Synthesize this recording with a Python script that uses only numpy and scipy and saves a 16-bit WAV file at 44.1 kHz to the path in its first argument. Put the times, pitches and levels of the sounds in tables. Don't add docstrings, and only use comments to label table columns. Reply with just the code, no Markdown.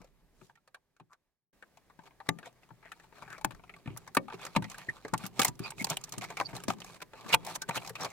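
import sys
import numpy as np
from scipy import signal
from scipy.fft import rfft, irfft, next_fast_len
from scipy.io import wavfile
from scipy.ndimage import uniform_filter1d, map_coordinates

SR = 44100
rng = np.random.default_rng(int(sys.argv[2]) if len(sys.argv) > 2 else 0)


def ratio_of_db(decibels):
    return 10 ** (np.asarray(decibels, float) / 20)


def int16_out(signal):
    q = np.round(np.clip(np.atleast_2d(signal).T, -1, 1) * 32767)
    wavfile.write(sys.argv[1], SR, q.astype(np.int16))


N = 358091


def unit(x):
    return x / np.sqrt(np.mean(x ** 2, axis=-1, keepdims=True) + 1e-20)


def peak(x):
    return x / np.abs(x[:, :1]).max(axis=-1, keepdims=True)


def columns(rows):
    return np.transpose(rows)[..., None, None]


def laid(s, sounds):
    out = np.zeros((2, N + sounds.shape[-1]))
    for at, pair in zip(np.round(s * SR).astype(int), sounds):
        out[:, at:at + sounds.shape[-1]] += pair
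    return out[:, :N]


def along(points, hz):
    f, v = np.transpose(points)
    return np.interp(np.log(hz + 1), np.log(f + 1), v)


def curves(rows):
    s, *cols = np.transpose(rows)
    return [np.interp(np.arange(N) / SR, s, c) for c in cols]


def wobble(rate):
    knots = rng.standard_normal(int(N * rate / SR) + 4)
    return map_coordinates(knots, [np.arange(N) * rate / SR])


def filtered(x, response):
    n = x.shape[-1]
    m = next_fast_len(n + min(4096, n // 2))
    return irfft(rfft(x, m) * response(np.fft.rfftfreq(m, 1 / SR)), m)[..., :n]


def ring(f, hz, width):
    return 1j * f * width / (hz * hz - f * f + 1j * f * width)


def modes(table, chance, spread_db, detune, widen=1):
    hz, width, db = np.transpose(table)
    k = len(table)
    hz = (hz * (1 + detune * chance[..., :k]))[..., None]
    sign = (-1) ** np.arange(k)
    gain = (sign * ratio_of_db(db + spread_db * chance[..., k:2 * k]))[..., None]
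    width = widen * width[:, None]
    return lambda f: np.sum(gain * ring(f, hz, width), axis=-2)


def opposed(x):
    return np.array([x / 2, -x / 2])


# (frequency [Hz], likeness [0-1])
ALIKE = [(60, 0.63), (290, 0.5), (640, 0.86), (1400, 1), (3100, 0.31), (6800, 0.0081)]
# (frequency [Hz], left over right [dB])
LEAN = [(60, -3.5), (170, 1), (400, -2), (1300, 3.5), (2400, -3), (4400, -5.5), (8000, -0.2), (15000, -0.5)]
LAG_S = 2.5 / SR


def ports(a, b):
    turn = lambda hz: np.arccos(np.clip(along(ALIKE, hz), -1, 1)) / 2
    mid = filtered(a, lambda hz: np.cos(turn(hz)))
    side = filtered(b, lambda hz: np.sin(turn(hz)))
    balance = lambda hz: ratio_of_db(opposed(along(LEAN, hz))) * np.exp(2j * np.pi * opposed(hz * LAG_S))
    return filtered(np.array([mid + side, mid - side]), balance)


# (frequency [Hz], density [dB per Hz])
CABIN = [(15, -32), (25, 2.5), (600, -6.5), (1120, -11), (1390, -15.5), (1600, -10.5), (2980, -18.5),
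         (15200, -24.5), (16500, -26)]
# (time [s], level [dB])
FADER = [
    (0, -78.5),
    (.45, -70.5),
    (.55, -79.5),
    (1.28, -86.5),
    (1.47, -106),
    (1.525, -125),
    (1.53, -70.5),
    (8.12, -65),
]
# (time [s], rumble level [dB], hand position as left over right [dB])
SWAY = [
    (0, -67, 2.5),
    (.45, -73, 3),
    (.55, -104, -3),
    (1.53, -99, 2.5),
    (3.35, -72, 4),
    (3.55, -56, 5),
    (3.75, -79, 1),
    (5.5, -68, -0.5),
    (8.12, -83.5, 1.5),
]


def cabin():
    t = np.arange(N) / SR
    air = unit(filtered(rng.standard_normal((2, N)), lambda hz: ratio_of_db(along(CABIN, hz))))
    sway = lambda hz: (hz / 30) ** 2 / (1 + (hz / 40) ** 6)
    rumble = unit(filtered(rng.standard_normal((2, N)), sway))
    whine_gain = ratio_of_db(np.interp(t, [.3, .42], [-92, -115])) * (t < .5)
    whine = whine_gain * np.sin(2 * np.pi * 12898 * t)
    silent = (t > 1.3) & (t < 1.53)
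    air_gain = ratio_of_db(curves(FADER)[0])
    rumble_gain = ratio_of_db(curves(SWAY)[0] - 36 * silent)
    return ports(*(air_gain * air + rumble_gain * rumble)) + whine


# (frequency [Hz], time to fall 60 dB [s])
WALLS = [(150, 0.36), (1000, 0.078), (4000, 0.015), (12000, 0.016)]


def walls(x):
    hz, t, z = signal.stft(rng.standard_normal((2, SR // 4)), SR, nperseg=256)
    decay = ratio_of_db(-60 * t / along(WALLS, hz)[:, None])
    tail = signal.istft(z * decay, SR, nperseg=256)[1]
    late = np.pad(x, ((0, 0), (130, 0)))
    return signal.fftconvolve(late, tail / np.linalg.norm(tail[0]), axes=1)[:, :N]


# (frequency [Hz], width [Hz], level [dB])
DASH = [(126.2, 25, -2.5), (175, 17, 0.5), (242.6, 40, -7), (397.4, 39, -4)]


def dash(f):
    return modes(DASH, np.zeros(8), spread_db=0, detune=0)(f)


# (frequency [Hz], width [Hz], level [dB])
PANEL = [(565, 473, -4.5), (775, 123, 2), (900, 71, 1), (1202, 172, 0), (1500, 336, -2.5), (1790, 650, -4),
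         (2320, 297, -3), (4180, 890, -14.5)]


def panel(chance, spread_db, detune, widen=1):
    return modes(PANEL, chance, spread_db, detune, widen)


# (frequency [Hz], density [dB per Hz])
EDGE = [(1470, -81), (2500, -5), (3320, -5), (7430, -4), (11800, -12.5), (14100, -12), (16000, -22),
        (16500, -63)]


def edge(f):
    return ratio_of_db(along(EDGE, f))


# (middle [s], swell [s], fall [s], level [dB])
DRAGS = [(2.071, 0.05, 0.013, -60.5), (2.47, 0.037, 0.024, -55.5), (3.19, 0.049, 0.035, -62),
         (3.227, 0.0071, 0.013, -48.5), (3.29, 0.06, 0.068, -55.5), (6.135, 0.0038, 0.013, -42),
         (2.272, 0.012, 0.012, -57), (4.346, 0.023, 0.01, -44), (4.46, 0.058, 0.029, -48.5),
         (4.568, 0.0074, 0.0065, -34), (4.787, 0.0068, 0.092, -50), (5.672, 0.033, 0.023, -46),
         (6.312, 0.02, 0.034, -51.5), (7.188, 0.046, 0.3, -53), (7.735, 0.032, 0.025, -51.5),
         (8.052, 0.047, 0.012, -39)]
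# (middle [s], swell [s], fall [s], level [dB])
SCUFFS = [(4.708, 0.0088, 0.04, -55), (5.262, 0.062, 0.023, -49.5), (5.425, 0.042, 0.013, -38.5),
          (5.47, 0.031, 0.019, -44.5), (5.918, 0.024, 0.026, -38.5), (6.243, .012, 0.013, -48),
          (6.39, 0.0046, 0.049, -56), (6.559, 0.013, 0.019, -40), (6.699, 0.011, 0.026, -37.5),
          (6.819, 0.0053, 0.062, -65), (6.904, 0.052, 0.049, -51.5), (7.022, 0.0047, 0.006, -44),
          (7.288, 0.032, 0.008, -52), (7.334, 0.0071, 0.0079, -27), (7.455, 0.0064, 0.027, -53),
          (7.488, 0.019, 0.035, -45.5), (7.69, 0.0069, 0.0064, -47), (7.84, 0.051, 0.037, -53),
          (8.025, 0.0086, 0.021, -61), (7.771, 0.016, 0.005, -39), (7.903, 0.1, 0.0073, -51)]
# (middle [s], swell [s], fall [s], level [dB])
BRUSHES = [
    (5.807, 0.022, 0.018, -59),
    (.44, 0.058, 0.053, -78.5),
    (7.559, 0.0096, 0.0038, -49),
]
DRAG_HISS_DB, SCUFF_HISS_DB, BRUSH_HISS_DB = -13, -5.5, 13


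def strokes():
    t, gains = np.arange(N) / SR, np.zeros((2, N))
    for rows, hiss_db in (DRAGS, DRAG_HISS_DB), (SCUFFS, SCUFF_HISS_DB), (BRUSHES, BRUSH_HISS_DB):
        for s, swell, fall, db in rows:
            near = slice(max(0, round((s - 3 * swell) * SR)), round((s + 3 * fall) * SR))
            u = (t[near] - s) / np.where(t[near] < s, swell, fall)
            gains[:, near] += ratio_of_db([[db], [db + hiss_db]]) * ratio_of_db(-8 * np.abs(u) ** 1.99)
    return gains


def patchy(x, depth_db):
    z = signal.stft(x, nperseg=256)[2]
    field = uniform_filter1d(rng.standard_normal(z.shape[1:]), 3, 0)
    field = uniform_filter1d(field, 12, 1)
    return signal.istft(z * ratio_of_db(depth_db * field / field.std()), nperseg=256)[1][:, :N]


def slips(rate, t60):
    released = np.floor(np.cumsum(rate * ratio_of_db(8.2 * wobble(30)) / SR))
    kicks = np.diff(released, prepend=0) * ratio_of_db(2.5 * rng.standard_normal(N))
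    return signal.lfilter([1], [1, -ratio_of_db(-60 / (t60 * SR))], kicks)


# (time [s], drag of the fingers [dB], bending force [dB])
RUB = [(0, -56.5, -80), (.42, -94, -79), (.52, -104, -86.5), (1.52, -106, -108), (1.73, -78, -82),
       (3.16, -57, -75), (3.33, -60, -68), (3.99, -56.5, -70), (4.45, -54.5, -68), (4.94, -49, -75),
       (5.37, -57, -62), (5.68, -58.5, -61.5), (5.81, -57, -55), (5.97, -49.5, -65.5), (6.61, -45.5, -56.5),
       (7.13, -90, -73), (7.42, -70, -61), (8.12, -42.5, -73)]


def rubbing():
    drag_db, flex_db = curves(RUB)
    stroke_gain, stroke_hiss_gain = strokes()
    clumps = (.8 + slips(rate=200, t60=.022)) * ratio_of_db(3 * wobble(600))
    grit = lambda: rng.standard_normal((2, N))
    scraped = filtered(grit() * clumps, panel(np.zeros(16), spread_db=0, detune=0, widen=1.27))
    scrape = unit(patchy(scraped, depth_db=3.5))
    hiss = unit(patchy(filtered(grit(), edge), depth_db=-2.0) * clumps ** 0.82)
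    flex = unit(filtered(grit() * ratio_of_db(1.7 * wobble(18)), lambda hz: dash(hz) / (1 + 1j * hz / 400)))
    scrape_gain = ratio_of_db(drag_db - 10.5) + stroke_gain
    hiss_gain = ratio_of_db(drag_db - 18.5) + stroke_hiss_gain
    flex_gain = ratio_of_db(flex_db + 4.0) + 0.18 * stroke_gain
    return scrape_gain * scrape + hiss_gain * hiss + flex_gain * flex


# (time [s], peak [dB], ring [Hz])
PULLS = [(.004, -50, 185), (0.417, -49, 379), (1.008, -49.5, 162), (1.989, -49, 143), (2.288, -29, 266),
         (2.712, -48.5, 122), (3.444, -35, 200), (3.47, -43, 129), (3.53, -50, 109), (3.858, -36, 232),
         (3.875, -30.5, 129), (3.902, -35, 121), (3.93, -44, 127), (4.169, -20.5, 269), (4.34, -36, 372),
         (4.562, -20, 194), (4.578, -29, 160), (4.618, -34, 112), (4.884, -35.5, 150), (5.048, -41, 306),
         (5.132, -25.5, 175), (5.239, -32.5, 185), (5.393, -26, 256), (5.482, -31.5, 156),
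         (5.601, -27, 178), (5.813, -29.5, 195), (5.907, -34.5, 160), (6.177, -37, 195),
         (6.532, -36.5, 144), (6.683, -24.5, 229), (7.257, -44, 207), (7.338, -30, 154), (7.69, -32, 175),
         (7.767, -37, 207), (7.902, -38, 440), (2.288, -31, 165)]
BOOM_CYCLES = 11.8


def thuds():
    s, db, hz = columns(PULLS)
    t = np.arange(8192) / SR
    swell = 1 - np.exp(-t / 0.00077)
    decay = ratio_of_db(-60 * t / np.clip(BOOM_CYCLES / hz, .01, .3))
    push = rng.standard_normal((len(s), 2, len(t))) * swell * decay
    push = push + 0.55 * t / 0.0017 * np.exp(1 - t / 0.001)
    soft = lambda f: 1 / (1 + 1j * f / 450) / (1 + 105 / (1j * f + 1)) ** 2
    boom = filtered(push, lambda f: (dash(f) + ratio_of_db(11) * ring(f, hz, 36.8)) * soft(f))
    return laid(s[:, 0, 0], ratio_of_db(db) * peak(boom))


# (time [s], pitch [Hz], level [dB], time to fall 60 dB [s])
CLIPS = [
    (2.289, 6700, -55, 0.15),
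    (2.2895, 1780, -23, 0.028),
    (5.478, 975, -38, 0.13),
    (7.3452, 880, -14.5, 0.024),
    (7.341, 680, -21, 0.025),
    (7.345, 8700, -42, 0.065),
    (2.287, 1200, -50, 0.24),
    (7.345, 3320, -50, 0.19),
]
# (time [s], pitch [Hz], level [dB], time to fall 60 dB [s])
FLEXES = [(.498, 1590, -52, 0.031), (2.29, 1160, -25.5, 0.03), (2.29, 3810, -17, 0.018),
          (3.447, 1094, -28, 0.023), (3.447, 316, -27, 0.042), (4.17, 1820, -20, 0.034),
          (4.171, 2250, -22, 0.039), (4.565, 165.6, -28, 0.17), (5.396, 2250, -22, 0.054),
          (5.398, 782, -25.5, 0.082), (5.45, 2110, -23, 0.034), (6.401, 1210, -24, 0.036),
          (4.564, 552, -26, 0.056), (4.564, 1153, -23.5, .03), (3.447, 883, -21.5, .03),
          (5.137, 1166, -27, .03), (4.172, 540, -32.5, 0.16)]


def springs():
    s, hz, db, t60 = columns(CLIPS + FLEXES)
    t = np.arange(8192) / SR
    tone = ratio_of_db(db - 60 * t / t60) * np.sin(2 * np.pi * hz * t)
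    return laid(s[:, 0, 0], tone * [[1], [.4]])


# (middle [s], half length [s], peak [dB], ring [Hz], slips [per s])
RASPS = [
    (1.127, 0.025, -49.5, 1150, 160),
    (2.866, 0.03, -44, 1890, 135),
    (3.33, 0.032, -37, 1500, 170),
    (5.915, 0.017, -29, 3050, 280),
    (3.262, 0.047, -51, 1590, 110),
    (3.913, .04, -52.5, 2500, 180),
    (7.34, 0.0098, -13.5, 2700, 410),
]
# (middle [s], half length [s], peak [dB], ring [Hz], slips [per s])
SQUEAKS = [
    (4.895, 0.0082, -23, 1870, 399.5),
    (5.659, 0.024, -35.5, 2470, 201),
    (5.652, 0.017, -37, 4750, 300),
    (5.809, 0.012, -28, 2180, 162.4),
    (6.462, 0.011, -31.5, 4590, 162),
    (7.624, 0.008, -37, 4100, 300),
    (7.63, 0.015, -40.5, 1540, 250.5),
    (8.02, 0.014, -31, 5640, 200.5),
]
RASP_WIDTH, SQUEAK_WIDTH = .45, 0.086


def creaks():
    s, half, db, hz, per_s = columns(RASPS + SQUEAKS)
    relative = np.array([RASP_WIDTH] * len(RASPS) + [SQUEAK_WIDTH] * len(SQUEAKS))[:, None, None]
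    width = hz * relative
    t = np.arange(6144) / SR - .06
    grit = rng.standard_normal((len(s), 2, len(t)))
    pace = 1 + 0.28 * unit(uniform_filter1d(grit[:, :1], size=300))
    since = np.cumsum(per_s * pace / SR, axis=-1) % 1
    rub = grit * (.12 + ratio_of_db(-40 * since))
    slip = filtered(rub, lambda f: ring(f, hz, width) ** 2 + 0.13 * relative * edge(f))
    swell = np.cos(np.clip(t / half, -1.5, 1.5) * np.pi / 3) ** 2
    return laid(s[:, 0, 0] + t[0], ratio_of_db(db) * peak(slip * swell))


# (time [s], peak [dB], centre [Hz], time to fall 60 dB [s])
CRACKS = [(2.2893, -17, 8670, .012), (3.447, -14.5, 9400, 0.015), (3.974, -28, 11500, 0.026),
          (4.148, -23, 9500, .025), (4.167, -29, 12000, .02), (4.17, -24, 10000, .025),
          (5.3945, -26, 14000, .025), (5.398, -15, 7500, 0.031), (5.447, -14.5, 13900, 0.026),
          (5.4507, -14.5, 7500, 0.0207), (5.845, -16.5, 4760, 0.019), (5.903, -25, 12000, .02),
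          (5.971, -35, 13500, .02), (6.184, -43, 8000, 0.018), (7.331, -29, 12000, 0.022),
          (7.3374, -19, 14000, .015)]


def cracks():
    s, db, hz, t60 = columns(CRACKS)
    t = np.arange(2048) / SR
    shape = (1 - np.exp(-t / 0.00033)) * ratio_of_db(-60 * t / np.clip(t60, .004, .05))
    burst = rng.standard_normal((len(s), 2, len(t))) * [[1], [.4]] * shape
    bright = filtered(burst, lambda f: ring(f, hz, 0.15 * hz) + .2 * f / (f + 3000))
    return laid(s[:, 0, 0], ratio_of_db(db) * peak(bright))


# (time [s], peak [dB], tick [dB], time to fall 60 dB [s], loudest ring [Hz])
SNAPS = [(2.29, -13, -7, 0.023, 2070), (3.447, -18.5, -5, 0.03, 1100), (4.15, -28.5, -1.5, 0.042, 1380),
         (4.169, -11, -13.5, 0.039, 1150), (4.563, -14, -16, 0.048, 900), (5.137, -16.5, -11, 0.049, 1055),
         (5.394, -15.5, -3.5, 0.064, 1250), (5.417, -20, 1.5, 0.067, 1300), (5.448, -20, 7, 0.043, 1010),
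         (5.844, -25.5, 2.5, 0.052, 800), (5.97, -22.5, -0.5, 0.03, 2910), (6.37, -27.5, -7.5, 0.075, 2240),
         (6.4, -17.5, -17, 0.023, 915), (6.411, -17.5, -17.5, 0.039, 803), (6.682, -22.5, -5.5, 0.055, 620),
         (6.703, -19, -14, 0.018, 1250), (7.341, -14.5, -5, 0.016, 900), (7.345, -15, -0.5, 0.03, 2440),
         (7.693, -24.5, -9.5, 0.036, 930), (7.775, -23.5, -9.5, 0.05, 2750),
         (7.954, -32, -8.5, 0.088, 2470), (8.047, -30, 0.5, 0.071, 1110)]
# (time [s], peak [dB], loudest ring [Hz])
KNOCKS = [(0.413, -49.5, 426), (0.497, -49, 900), (0.573, -59, 1390), (0.769, -58.5, 860),
          (.999, -45.5, 764), (1.625, -38.5, 1640), (1.899, -49, 1080), (1.991, -43, 845),
          (2.108, -53, 1040), (2.202, -38, 910), (2.429, -41, 1500), (2.828, -48.5, 1740),
          (3.125, -46.5, 940), (3.222, -35.5, 884), (3.637, -43.5, 740), (3.695, -35.5, 2320),
          (3.739, -41.5, 2250), (3.859, -41, 1800), (3.875, -35.5, 2450), (4.282, -34.5, 810),
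          (4.3, -33.5, 1260), (4.324, -34.5, 790), (4.392, -49, 850), (4.551, -27.5, 1120),
          (5.049, -27.5, 433), (6.53, -37.5, 680), (6.898, -42, 1060), (7.134, -39, 1250),
          (8.061, -34, 1150)]
# (time [s], peak [dB], loudest ring [Hz])
RATTLES = [(0.016, -48, 477), (0.044, -49, 550), (.555, -57, 1830), (0.676, -50.5, 1185),
           (.745, -39.5, 1610), (0.965, -59, 1500), (1.131, -50, 1510), (1.772, -49, 1050),
           (2.036, -51.5, 920), (2.387, -38, 1860), (2.918, -34, 1760), (2.998, -48, 1790),
           (3.381, -39.5, 600), (3.412, -40.5, 840), (3.508, -38.5, 1090), (3.52, -43, 1150),
           (4.076, -36.5, 815), (4.415, -39.5, 860), (4.623, -34, 900), (4.642, -33, 2020),
           (4.744, -37, 1670), (5.081, -38, 1167), (5.238, -34.5, 1480), (5.929, -32, 950),
           (6.211, -35.5, 2230), (6.219, -31, 650), (6.303, -33.5, 710), (7.018, -36, 990),
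           (7.553, -34, 836)]
# (time [s], peak [dB], tick [dB])
TICKS = [(3.973, -46, 8.5), (4.451, -33, -3.5), (4.465, -33.5, -5.5), (4.699, -47.5, 11), (4.782, -39.5, 0),
         (5.178, -59.5, 24.5), (5.254, -36, -3), (5.264, -41, 8.5), (5.481, -34.5, 10.5),
         (5.593, -36.5, -1.5), (5.705, -39, 6.5), (5.9, -44.5, 19.5), (6.039, -47, 16), (6.123, -41, 11.5),
         (6.181, -40.5, 9), (6.637, -35.5, 2.5), (6.803, -40, -2), (7.449, -52, 15), (7.619, -37.5, 6.5),
         (7.754, -40.5, 2), (7.875, -50, 16), (7.895, -37, 4), (8.009, -45, 10.5)]
# (time [s], peak [dB], tick [dB], ring [Hz])
CRACKLES = [(2.459, -39, -11, 1920), (2.528, -62, 1, 694), (2.632, -51, -19, 2520), (2.69, -54, -10.5, 939),
            (2.706, -45.5, -28, 925), (2.855, -45.5, -17, 660), (3.04, -52.5, -14, 885),
            (3.167, -51, -24, 880), (3.183, -45.5, -14, 1610), (3.278, -43, -26, 1690),
            (3.303, -43, -9, 1500), (3.328, -39, -9, 1300), (3.548, -48, -6.5, 1270),
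            (3.595, -46.5, -38, 2340), (3.678, -56, -12, 2140), (3.764, -46, -9, 1140),
            (3.902, -46, -26, 2300), (3.964, -40, -17, 920), (4.066, -49, -16, 795), (5.554, -57, 0, 1200),
            (5.637, -44, -5, 4810), (5.719, -36, -18, 900), (5.782, -37.5, -13, 2510),
            (5.823, -35, 0.5, 2220), (5.869, -31.5, -7, 988), (6.013, -50, 2, 965), (6.083, -47, -14, 880),
            (6.093, -53.5, 13.5, 2880), (6.138, -44, 1, 900), (6.242, -50, 6, 1010), (6.314, -39, -15, 884),
            (6.495, -53, 2, 743), (6.552, -41.5, 0, 1340), (6.602, -40, -9, 1250), (6.785, -46.5, -8, 780),
            (6.818, -36, -10, 2700), (6.845, -40.5, -1, 700), (7.004, -42, -9, 915), (7.21, -49.5, 0, 1126),
            (7.263, -38, -15, 1125), (7.291, -39, 3.5, 2530), (7.466, -36.5, 3, 5470),
            (7.56, -32.5, 1.5, 860), (7.689, -26.5, -12, 960), (7.709, -27.5, -21, 2350),
            (7.821, -41, -9, 2430), (7.848, -40, -6, 2400), (7.863, -40, 1.5, 2400), (8.033, -39, 2, 1230),
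            (8.103, -45.5, -4, 2530)]
# (time [s], peak [dB], tick [dB], ring [Hz])
MORE_CRACKLES = [(4.395, -42, -15, 1600), (4.43, -47, -6, 2400), (4.535, -59, 2, 1110),
                 (4.683, -52, -14, 2500), (4.716, -41, 2, 1960), (4.93, -61, -10, 1800),
                 (5.195, -50, -12, 1100), (5.431, -26, 0, 2300), (6.565, -34, -4, 4040), (6.58, -40, -14, 900),
                 (6.735, -42, -5, 1010), (6.945, -46, -3, 806), (6.966, -48.5, -5, 900),
                 (7.246, -42, -14, 1100)]
KNOCK_TICK_DB, KNOCK_T60 = -22.5, 0.061
RATTLE_TICK_DB, RATTLE_T60 = -10, 0.061
TICK_T60, TICK_RING_HZ = 0.055, 1200
CRACKLE_T60 = 0.04


def contacts():
    knocks = [(s, db, KNOCK_TICK_DB, KNOCK_T60, hz) for s, db, hz in KNOCKS]
    rattles = [(s, db, RATTLE_TICK_DB, RATTLE_T60, hz) for s, db, hz in RATTLES]
    ticks = [(s, db, tick_db, TICK_T60, TICK_RING_HZ) for s, db, tick_db in TICKS]
    crackles = [(s, db, tick_db, CRACKLE_T60, hz) for s, db, tick_db, hz in CRACKLES + MORE_CRACKLES]
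    return SNAPS + knocks + rattles + ticks + crackles


def snaps():
    s, db, tick_db, t60, hz = columns(contacts())
    lead = .006
    t = np.arange(2432) / SR - lead
    n = len(t)
    draw = rng.standard_normal((len(s), 2, 2 * n + 16))
    shake, grit, chance = draw[..., :n], draw[..., n:-16], draw[:, :1, -16:]
    life = np.clip(t60, .006, .15)
    strain = ratio_of_db(-14.5 + 60 * t / 0.0099)
    start = np.where(t < 0, strain, 1 - .5 * np.exp(-np.abs(t) / 0.00078))
    blow = 11 * (np.arange(n) == round(lead * SR) + 8)
    t = np.maximum(t, 0)

    struck_panel = panel(chance, spread_db=3.0, detune=0.049)
    soft_hz = 4500 * ratio_of_db(0.88 * (tick_db + 20.5))
    spot = lambda f: ratio_of_db(7.5) * ring(f, hz, 0.092 * hz)
    body_response = lambda f: (struck_panel(f) + spot(f)) / (1 + 1j * f / soft_hz) ** 2
    body = filtered((shake + blow) * start * ratio_of_db(-60 * t / (0.83 * life)), body_response)

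    glint_hz = 7200 * ratio_of_db(2.77 * chance[..., :1])
    tick_response = lambda f: edge(f) * (0.52 + 0.22 * (f / 12000) ** 2 + ring(f, glint_hz, 2100))
    tick_decay = ratio_of_db(-60 * t / (0.52 * life)) + 0.11 * ratio_of_db(-60 * t / life)
    tick = filtered(grit * np.abs(shake) ** 0.5 + 0.42 * blow, tick_response) * start * tick_decay
    return laid(s[:, 0, 0] - lead, ratio_of_db(db) * (peak(body) + ratio_of_db(tick_db + 5) * peak(tick)))


def scene():
    hits = ports(*(rubbing() + thuds() + springs() + creaks() + snaps() + cracks()))
    hands = hits + ratio_of_db(-17.0) * walls(hits)
    hand_db = curves(SWAY)[1] - 0.5
    return hands * ratio_of_db(opposed(hand_db)) + cabin()


def band_limit(x):
    return signal.sosfilt(signal.butter(12, 16810, fs=SR, output="sos"), x)


def record(dry):
    mix = filtered(dry, lambda hz: hz < 16300)
    return band_limit(mix)


dry = scene()
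out = record(dry)
int16_out(out)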